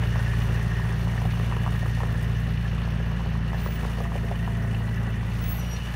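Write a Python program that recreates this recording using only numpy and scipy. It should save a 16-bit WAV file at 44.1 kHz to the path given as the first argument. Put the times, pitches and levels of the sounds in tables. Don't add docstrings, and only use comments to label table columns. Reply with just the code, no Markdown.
import sys
import numpy as np
from scipy import signal
from scipy.fft import rfft, irfft, next_fast_len
from scipy.io import wavfile
from scipy.ndimage import uniform_filter1d

SR = 44100
rng = np.random.default_rng(int(sys.argv[2]) if len(sys.argv) > 2 else 0)


def master_out(mix):
    frames = np.transpose(np.atleast_2d(mix))
    ceiling = np.clip(frames, -1, 1)
    pcm = np.round(ceiling * 32767).astype(np.int16)
    wavfile.write(sys.argv[1], SR, pcm)


N = 262395

# time in seconds, firings per second.
ENGINE_SPEED = [(0.0, 57.46), (0.2, 57.6), (0.4, 57.25), (0.6, 57.58), (0.8, 57.34), (1.0, 57.82),
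                (1.2, 57.74), (1.4, 57.39), (1.6, 57.59), (1.8, 57.35), (2.0, 57.51), (2.2, 57.55),
                (2.4, 57.57), (2.6, 57.57), (2.8, 57.54), (3.0, 57.54), (3.2, 57.69), (3.4, 57.32),
                (3.6, 57.26), (3.8, 57.34), (4.0, 56.86), (4.2, 56.43), (4.4, 56.64), (4.6, 56.21),
                (4.8, 55.59), (5.0, 56.54), (5.2, 55.87), (5.4, 57.19), (5.6, 58.77), (5.8, 57.69),
                (5.95, 57.49)]
# place of the exhaust pulse in the cycle (0-1), then strength in dB
CYLINDERS = [(.2028, -7.1, -2, -5, -3.5), (.4692, -2.9, -7, -1, -1), (.6795, -11.3, 0, -4, -2.5),
             (.9684, 0, 0, 0, 0)]
EXHAUST_COLUMN, COVER_COLUMN, BLOCK_COLUMN, HISS_COLUMN = 1, 2, 3, 4
GOVERNED_PER_S, FULL_SAG_PER_S = 57.4, 1.2

START_M, BACKING_M_PER_S = 8.73, 1.16
TURN_S, TURN_LENGTH_S = 5.18, 0.24
BRAKE_FROM_S, BRAKE_TO_S, BRAKE_EDGE_S = 3.52, 4.08, 0.065

# base in dB, share of the distance loss,
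# then dB added at full load, full turn and full brake.
RUMBLE_LEVEL = (-34, 1.01, 1.6, 2, 0.5)
HUM_LEVEL = (0, 0.9, 8, -13, 3.5)
HISS_LEVEL = (-45.5, 1.5, 0, 5, 3)
BLOCK_LEAN_DB_PER_OCT = (-6, 2.5, 13, 8, -8)

# frequency in Hz, relative density in dB per Hz.
RUMBLE_SPECTRUM = [(15, -47), (25, -24), (48, -12.5), (85, -10), (125, -7), (186, -7.5), (281, -19.5),
                   (408, -21), (1470, -24), (1880, -27.5), (2130, -31), (2850, -47), (3500, -39),
                   (4550, -84), (7700, -120)]
# frequency in Hz, relative density in dB per Hz.
HISS_SPECTRUM = [(1760, 3), (3000, -1.5), (3170, -3.5), (3570, -1.5), (3900, -9.5), (4270, -5.5),
                 (4840, -11), (5260, -9.5), (6080, -9.5), (7690, -18), (9670, -13.5), (10500, -19),
                 (11600, -16.5), (14200, -19.5), (15700, -18)]
# time in seconds, lift in dB.
TREBLE_LIFT = [(0, 0), (2.2, 1.6), (2.8, -2.5), (3.45, -3), (3.65, 0.5), (4.4, 3.5), (5.0, 2), (5.95, 1.5)]
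# time in seconds, pitch in Hz, level in dB.
PUMP_WHINE = [(3.95, 680, -54), (4.05, 681, -46.5), (4.17, 681, -50), (4.21, 676, -60), (4.27, 680, -46),
              (4.4, 679, -51), (4.55, 675, -50), (4.72, 677, -51), (4.9, 676, -58)]

# frequency in Hz, strength in dB, time to fall 60 dB in seconds.
FRAME_MODES = [(397, 8.5, 0.037), (476, 7.5, 0.044), (569, 2, 0.051), (710, 7, 0.029), (788, 9, 0.024),
               (970, 7, 0.039), (1150, 10.5, 0.026), (1280, 6.5, 0.022), (1560, -2, 0.012),
               (1816, 7.5, 0.028), (2200, 0, 0.012)]
# peak time in seconds, relative level in dB, pitch in Hz,
# ring as a share of the frame's fall time.
LINK_KNOCKS = [(.0273, -29.5, 1040, 0.28), (.0337, -33, 890, .4), (.1585, -25.5, 870, 0.46),
               (.2842, -33, 740, .4), (.3359, -31, 1290, 1.1), (.4756, -35, 674, .4),
               (.5531, -32, 1880, 1.0), (.7295, -38, 490, .7), (.7985, -31, 1160, 0.55),
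               (.8523, -31, 950, 0.45), (1.0739, -27.5, 780, .5), (1.15, -34, 720, .5),
               (1.1792, -27, 1870, 1.6), (1.2189, -26.5, 756, 0.52), (1.2532, -28.5, 655, 1.1),
               (1.2560, -25.5, 664, 0.9), (1.3367, -30, 1050, 0.58), (1.3738, -30, 1000, 0.48),
               (1.3985, -28, 1600, .5), (1.3999, -30, 520, .6), (1.5147, -30, 960, 0.31),
               (1.5244, -22.5, 1040, 0.61), (1.5255, -32, 2100, .6), (1.5675, -29, 450, 1.1),
               (1.5685, -27, 1150, 0.54), (1.6643, -22.5, 970, 0.69), (1.6703, -33, 970, 0.29),
               (1.6781, -23.5, 945, 1.1), (1.831, -29, 680, 0.47), (1.8590, -30.5, 1550, 0.65),
               (1.8639, -28.5, 690, 0.5), (2.0054, -24, 940, 0.62), (2.0141, -30, 1070, .5),
               (1.975, -31, 760, .5), (2.0338, -25, 1500, .6), (2.0342, -35, 1950, .5),
               (2.0349, -26, 543, 0.78), (2.0647, -33, 910, 0.28), (2.4807, -30.5, 610, .6),
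               (2.4859, -45, 650, .6), (2.7322, -34, 466, 0.9), (2.7813, -31.5, 1180, 1.3),
               (2.8504, -33, 570, .9), (2.877, -27.5, 795, .5), (3.0019, -31, 557, 1.1),
               (3.196, -32, 830, .6), (3.2074, -31, 890, .4), (3.262, -29.5, 626, .6),
               (3.3542, -29, 1110, 0.34), (3.533, -25.5, 846, 0.4), (3.5464, -27.5, 690, .5),
               (3.547, -34, 2100, .5), (3.6605, -51, 500, 1.5), (3.6625, -25.5, 1200, 0.62),
               (3.6641, -27, 420, 0.86), (3.6883, -30, 654, 0.45), (3.834, -26.5, 790, 0.86),
               (3.8495, -29, 1780, .6), (3.8515, -30, 1310, .6), (3.8525, -25.5, 557, 1.1),
               (3.9863, -29.5, 540, 1.1), (4.0041, -26.5, 650, 1.3), (4.006, -31, 1200, 0.98),
               (4.0083, -31, 480, 0.65), (4.0164, -35, 590, 1.3), (4.0539, -30, 1130, 0.54),
               (4.1205, -30, 1020, .4), (4.156, -25, 690, 1.2), (4.158, -31, 417, 1.2),
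               (4.1613, -31, 520, 0.55), (4.3158, -22.5, 710, 0.92), (4.3203, -44, 720, 0.6),
               (4.4777, -25.5, 915, 0.51), (4.4827, -40, 1020, 0.31), (4.6464, -36, 1040, 0.45),
               (4.651, -34, 730, 0.41), (5.43, -38, 420, 1.7), (5.735, -35, 710, 1.6)]
KNOCK_LIFT_DB, REBOUND_DB = 2.5, -13
KNOCK_RISE_S = 0.0017
CRACK_DB, CRACK_T60_S = -14.5, 0.011

# start in seconds, length in seconds, pitch in Hz, glide in Hz,
# level at the start in dB, swell to the end in dB.
SQUEALS = [(3.525, .06, 13810, 0, -65, -4), (3.575, .09, 14840, -80, -57, -6),
           (3.625, .16, 15375, 5, -50, -2), (3.78, .07, 15390, 30, -63, -8),
           (5.405, .135, 15700, -45, -46, 8), (5.545, .045, 15710, 0, -60, 0),
           (5.475, .11, 14700, -70, -51, 1), (5.68, .035, 14600, 60, -60, 0),
           (5.47, .14, 12185, 60, -48, 2), (5.685, .065, 11430, 20, -56, 0), (5.44, .2, 2682, 0, -56, 1),
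           (5.54, .11, 1965, -10, -55, -2), (5.88, .07, 860, 0, -54, 3)]
# time in seconds, pitch in Hz, level in dB.
LONG_SQUEAL = [(5.57, 5900, -60), (5.604, 5883, -50), (5.638, 5739, -56), (5.685, 5728, -57),
               (5.72, 5720, -46), (5.742, 5730, -41.5), (5.757, 5765, -54), (5.77, 5816, -51),
               (5.782, 5820, -64), (5.814, 5710, -68), (5.854, 5730, -59), (5.875, 5780, -68)]
# time in seconds, level in dB.
RASP_LEVEL = [(5.4, -66), (5.6, -54), (5.75, -52), (5.95, -52)]
RASP_HZ, RASP_WIDTH_HZ = 2934, 180

# frequency in Hz, width in Hz.
COVER_MODES = [(1495, 35), (1655, 44), (1724, 34), (1840, 59), (1950, 59)]
# time in seconds, then level in dB for each cover mode in turn.
COVER_LEVELS = [(0, -53, -49, -49, -45, -56), (.3, -50, -51, -48, -44.5, -51),
                (.8, -64, -50, -49, -47, -51), (1.15, -63, -56, -57, -51, -55),
                (1.5, -64, -50, -51, -51, -58), (2.0, -61, -51.5, -50, -43, -49.5),
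                (2.6, -69, -53, -51, -52, -55), (3.3, -64, -51, -51.5, -52, -53),
                (3.9, -66, -54, -53, -51, -52), (4.4, -61, -57, -53, -48.5, -52),
                (4.9, -56, -55, -52, -47, -49.5), (5.3, -58, -61, -54, -54, -50),
                (5.6, -68, -64, -59, -61, -61), (5.8, -65, -60, -50.5, -58, -60),
                (5.95, -62, -53, -45, -45, -52)]
TAPS_PER_S, TAP_DB = 90, 25
# frequency in Hz, width in Hz, strength in dB.
BLOCK_MODES = [(2472, 300, 0), (2686, 200, 7), (2864, 170, 7.5), (3030, 230, -10), (3390, 430, -10.5)]
# time in seconds, level in dB.
BLOCK_LEVEL = [(0, -46.5), (.5, -49), (1.0, -51), (1.5, -48.5), (2.0, -50.5), (2.6, -50), (3.1, -50),
               (3.6, -50.5), (4.1, -51), (4.6, -51.5), (5.1, -50.5), (5.4, -53.5), (5.7, -52.5),
               (5.82, -49), (5.95, -51)]
HARSHNESS_DB = 2.5

# frequency in Hz, width in Hz, gain in dB, sign at the outlet, group.
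PIPE_MODES = [(57.2, 9, 30.4, -1, 0), (112.8, 20.1, 32.6, 1, 1), (161.28, 12.02, 46.31, 1, 2),
              (162.01, 9, 48.13, -1, 2), (180.8, 9, 34.3, -1, 3), (230.6, 9, 21.8, 1, 4),
              (142, 9, 19, 1, 5), (170, 9, 28, 1, 5), (200, 9, 21, -1, 5), (213, 9, 20, -1, 6),
              (128, 9, 25, -1, 7)]
# time in seconds, then level in dB for groups 0 to 7.
PIPE_LEVELS = [(0, 3, 3.5, -3, -2.5, -3, -20, -15, 2), (.5, 3.5, 2.5, 1.5, -0.5, 2.5, -18, -13, -7),
               (1.0, 2, 1.3, 1, 2, -5, -22, -12, 3), (1.5, 2, 1.6, -0.5, 1.5, 1, -20, -6, 3),
               (2.0, 2, 1, 1, -1, 2.5, -17, -6, -20), (2.5, 2.2, -0.2, 3, 1.6, 3, -18, -3.5, -25),
               (3.0, 2.5, -2, 2, 2, 2, -16, -1, -24), (3.5, 2.2, -2.9, 1.5, 1.6, 0, -8, 2, -17),
               (3.9, 2, -6, -2.2, 0.5, 4, -5.5, -3, -19), (4.3, 1.8, -2, -8, -0.5, 5.5, 0.5, 0, -4),
               (4.7, 0.5, 1, -16, -2, 9.5, 2, 8, 1), (5.1, 0.8, .3, -7, -1, 8, -0.5, 9.5, -1),
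               (5.45, 1.5, -2, -8, -4.5, 5.5, -6, 6, 1), (5.95, -0.5, -7.5, -12, -6, -3, -5.5, -8, 2)]
SILENCER_HZ, OUTLET_HZ = 188.5, 51.5

CUTOFF_HZ = 15780


def amp(db):
    return 10 ** (np.asarray(db) / 20)


def rms_one(x):
    return x / np.sqrt(np.mean(x ** 2) + 1e-20)


def in_time(rows):
    s, *columns = np.transpose(rows)
    return [np.interp(np.arange(N) / SR, s, c) for c in columns]


def drift(rate_hz):
    r = np.exp(-80 * np.pi * rate_hz / SR)
    white = rng.standard_normal(N // 40 + 2002)
    slow = signal.lfilter([1], [1, -2 * r, r * r], white)[2000:]
    return np.interp(np.arange(N) / 40, np.arange(len(slow)), rms_one(slow))


def resonate(x, hz, width_hz):
    r = np.exp(-np.pi * width_hz / SR)
    feedback = [1, -2 * r * np.cos(2 * np.pi * hz / SR), r * r]
    return signal.lfilter([(1 - r * r) / 2, 0, (r * r - 1) / 2], feedback, x)


def resonate_twice(x, hz, width_hz, widening):
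    return resonate(resonate(x, hz, width_hz), hz, widening * width_hz)


def colour(x, spectrum):
    size = next_fast_len(N)
    hz, db = np.transpose(spectrum)
    bin_hz = np.arange(size // 2 + 1) * SR / size
    gain = amp(np.interp(np.log(bin_hz + 1), np.log(hz), db, left=-90, right=-90))
    return rms_one(irfft(rfft(x, size) * gain, size)[:N])


def motion():
    t = np.arange(N) / SR
    loss_db = -20 * np.log10(1 + BACKING_M_PER_S * t / START_M)
    sag = uniform_filter1d(GOVERNED_PER_S - in_time(ENGINE_SPEED)[0], size=SR // 3)
    load = np.clip(sag / FULL_SAG_PER_S, 0, 1)
    turn = np.clip((t - TURN_S) / TURN_LENGTH_S, 0, 1)
    brake = np.clip(np.minimum(t - BRAKE_FROM_S, BRAKE_TO_S - t) / BRAKE_EDGE_S, 0, 1)
    state = np.array([np.ones(N), loss_db, load, turn, brake])
    return lambda row: np.array(row) @ state


def firings(column, spread_db, run_in=0, places=None, shared_db=0):
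    speed = in_time(ENGINE_SPEED)[0]
    whole_run = np.r_[np.full(run_in, speed[0]), speed]
    cycles = (np.cumsum(whole_run) - run_in * speed[0]) / SR / len(CYLINDERS)
    clicks = np.zeros(run_in + N)
    for row, place in zip(CYLINDERS, places or [row[0] for row in CYLINDERS]):
        at = np.flatnonzero(np.diff(np.floor(cycles - place)))
        clicks[at] = amp(row[column] + spread_db * rng.standard_normal(len(at)))
    return clicks * amp(shared_db) + 1e-18


def combustion_noise(column, steady, lead_s, fall_s, patchy_db, harsh_db, spread_db=4.5):
    t = np.arange(SR // 40) / SR
    blows = firings(column, spread_db, places=[.25, .5, .75, 1.], shared_db=harsh_db)
    swell = signal.oaconvolve(blows, (t / fall_s) ** 2 * np.exp(-t / fall_s))[:N]
    gate = steady + np.roll(swell, -int(lead_s * SR))
    return gate * amp(patchy_db * drift(22)) * rng.standard_normal(N)


def whistle(rows, waver_db, jitter_hz, edge_s):
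    hz, db = in_time(rows)
    t = np.arange(N) / SR
    fade = np.clip(np.minimum(t - rows[0][0], rows[-1][0] - t) / edge_s, 0, 1) ** 2
    phase = 2 * np.pi * np.cumsum(hz + jitter_hz * drift(65.0)) / SR
    return np.sqrt(2) * fade * amp(db + waver_db * drift(34)) * np.sin(phase)


def rumble(hum_db):
    noise = colour(amp(drift(11.5)) * rng.standard_normal(N), RUMBLE_SPECTRUM)
    low_hum = amp(hum_db) * resonate(noise, FRAME_MODES[0][0], 37.0)
    high_hum = 0.5 * resonate(noise, FRAME_MODES[1][0], 10.0)
    return rms_one(noise + low_hum + high_hum)


def hiss(harsh_db):
    edges_hz = [1000, 3600, 5000, 6500, 10500, 17000]
    bands = []
    for edge in zip(edges_hz, edges_hz[1:]):
        noise = combustion_noise(HISS_COLUMN, steady=1.0, lead_s=0.0028, fall_s=0.003,
                                 patchy_db=1.7, harsh_db=harsh_db, spread_db=3.5)
        bands.append(signal.sosfilt(signal.butter(2, edge, "band", fs=SR, output="sos"), noise))
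    treble = amp(in_time(TREBLE_LIFT)[0]) * sum(bands[3:])
    return colour(sum(bands[:3]) + treble, HISS_SPECTRUM)


def pump():
    return whistle(PUMP_WHINE, waver_db=1.3, jitter_hz=2.5, edge_s=.05)


def knocks():
    out, t = np.zeros(N + SR), np.arange(SR // 12)[:, None] / SR
    count = 120
    small = np.c_[rng.uniform(.01, N / SR, count), -40 + 3 * rng.exponential(1, count).clip(0, 2.1),
                  rng.uniform(400, 1100, count), rng.uniform(.4, .9, count)]
    mode_hz, mode_db, t60 = np.transpose(FRAME_MODES)
    bright = signal.butter(1, [900, 3500], "band", fs=SR, output="sos")
    soft_contact = (1 - np.exp(-t / .0009)) ** 2
    in_step = np.cos(2 * np.pi * mode_hz * (t - KNOCK_RISE_S))
    for s, db, hz, ring in np.r_[LINK_KNOCKS, small]:
        rings = in_step * amp(-60 * t / (t60 * max(ring, .2))) * soft_contact
        reach_db = -30.0 * np.log2(mode_hz / hz) ** 2
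        blows = [(0, db), (rng.uniform(.00344, .009), db + REBOUND_DB),
                 (rng.uniform(.011, .02), db + REBOUND_DB)]
        for wait_s, blow_db in blows:
            hit = rings @ amp(mode_db + reach_db + 2.0 * rng.standard_normal(len(FRAME_MODES)))
            burst = rng.standard_normal(len(t)) * amp(CRACK_DB - 60 * t[:, 0] / CRACK_T60_S)
            crack = signal.sosfilt(bright, burst)
            at = int((s - KNOCK_RISE_S + wait_s) * SR)
            out[at:at + len(t)] += amp(blow_db + KNOCK_LIFT_DB) * (hit / np.abs(hit).max() + crack)
    return out[:N]


def rasp():
    noise = amp(1.2 * drift(25)) * rng.standard_normal(N)
    ring = resonate_twice(noise, RASP_HZ, RASP_WIDTH_HZ, widening=1)
    return amp(in_time(RASP_LEVEL)[0]) * rms_one(ring)


def squeals():
    out = whistle(LONG_SQUEAL, waver_db=0.8, jitter_hz=7.6, edge_s=0.01)
    for start, length, hz, glide_hz, db, swell_db in SQUEALS:
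        ends = [(start, hz, db), (start + length, hz + glide_hz, db + swell_db)]
        out = out + whistle(ends, waver_db=2.5, jitter_hz=23.6, edge_s=0.01)
    return out


def covers(harsh_db):
    noise = combustion_noise(COVER_COLUMN, steady=0.33, lead_s=0.0012, fall_s=0.0016,
                             patchy_db=0.0, harsh_db=harsh_db)
    taps = (rng.random(N) < TAPS_PER_S / SR) * amp(TAP_DB + 2.7 * rng.standard_normal(N))
    drive = rms_one(noise) + taps
    return sum(amp(db) * rms_one(resonate_twice(drive, hz, width, widening=1.6))
               for (hz, width), db in zip(COVER_MODES, in_time(COVER_LEVELS)))


def block(harsh_db, lean_db):
    noise = combustion_noise(BLOCK_COLUMN, steady=0.48, lead_s=0.0008, fall_s=0.0012,
                             patchy_db=0.5, harsh_db=harsh_db)
    middle_hz = np.mean(np.transpose(BLOCK_MODES)[0])
    rings = sum(amp(db + lean_db * np.log2(hz / middle_hz)) * resonate_twice(noise, hz, width, widening=1.56)
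                for hz, width, db in BLOCK_MODES)
    return amp(in_time(BLOCK_LEVEL)[0]) * rms_one(rings)


def exhaust():
    pulses = firings(EXHAUST_COLUMN, spread_db=0.5, run_in=SR // 2)
    pulses = signal.sosfilt(signal.butter(4, SILENCER_HZ, fs=SR, output="sos"), pulses)
    pulses = signal.sosfilt(signal.butter(2, OUTLET_HZ, "high", fs=SR, output="sos"), pulses)
    levels = in_time(PIPE_LEVELS)
    return sum(sign * amp(db + levels[group]) * resonate(pulses, hz, width)[-N:]
               for hz, width, db, sign, group in PIPE_MODES)


def scene():
    level_db = motion()
    harsh_db = HARSHNESS_DB * drift(73.0)
    background = amp(level_db(RUMBLE_LEVEL)) * rumble(level_db(HUM_LEVEL))
    background = background + amp(level_db(HISS_LEVEL)) * hiss(harsh_db) + pump()
    tracks = knocks() + squeals() + rasp()
    engine = covers(harsh_db) + block(harsh_db, level_db(BLOCK_LEAN_DB_PER_OCT)) + exhaust()
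    return (background + tracks + engine)[None]


def record(dry):
    return signal.sosfilt(signal.ellip(12, .3, 60, CUTOFF_HZ, fs=SR, output="sos"), dry)


dry = scene()
out = record(dry)
master_out(out)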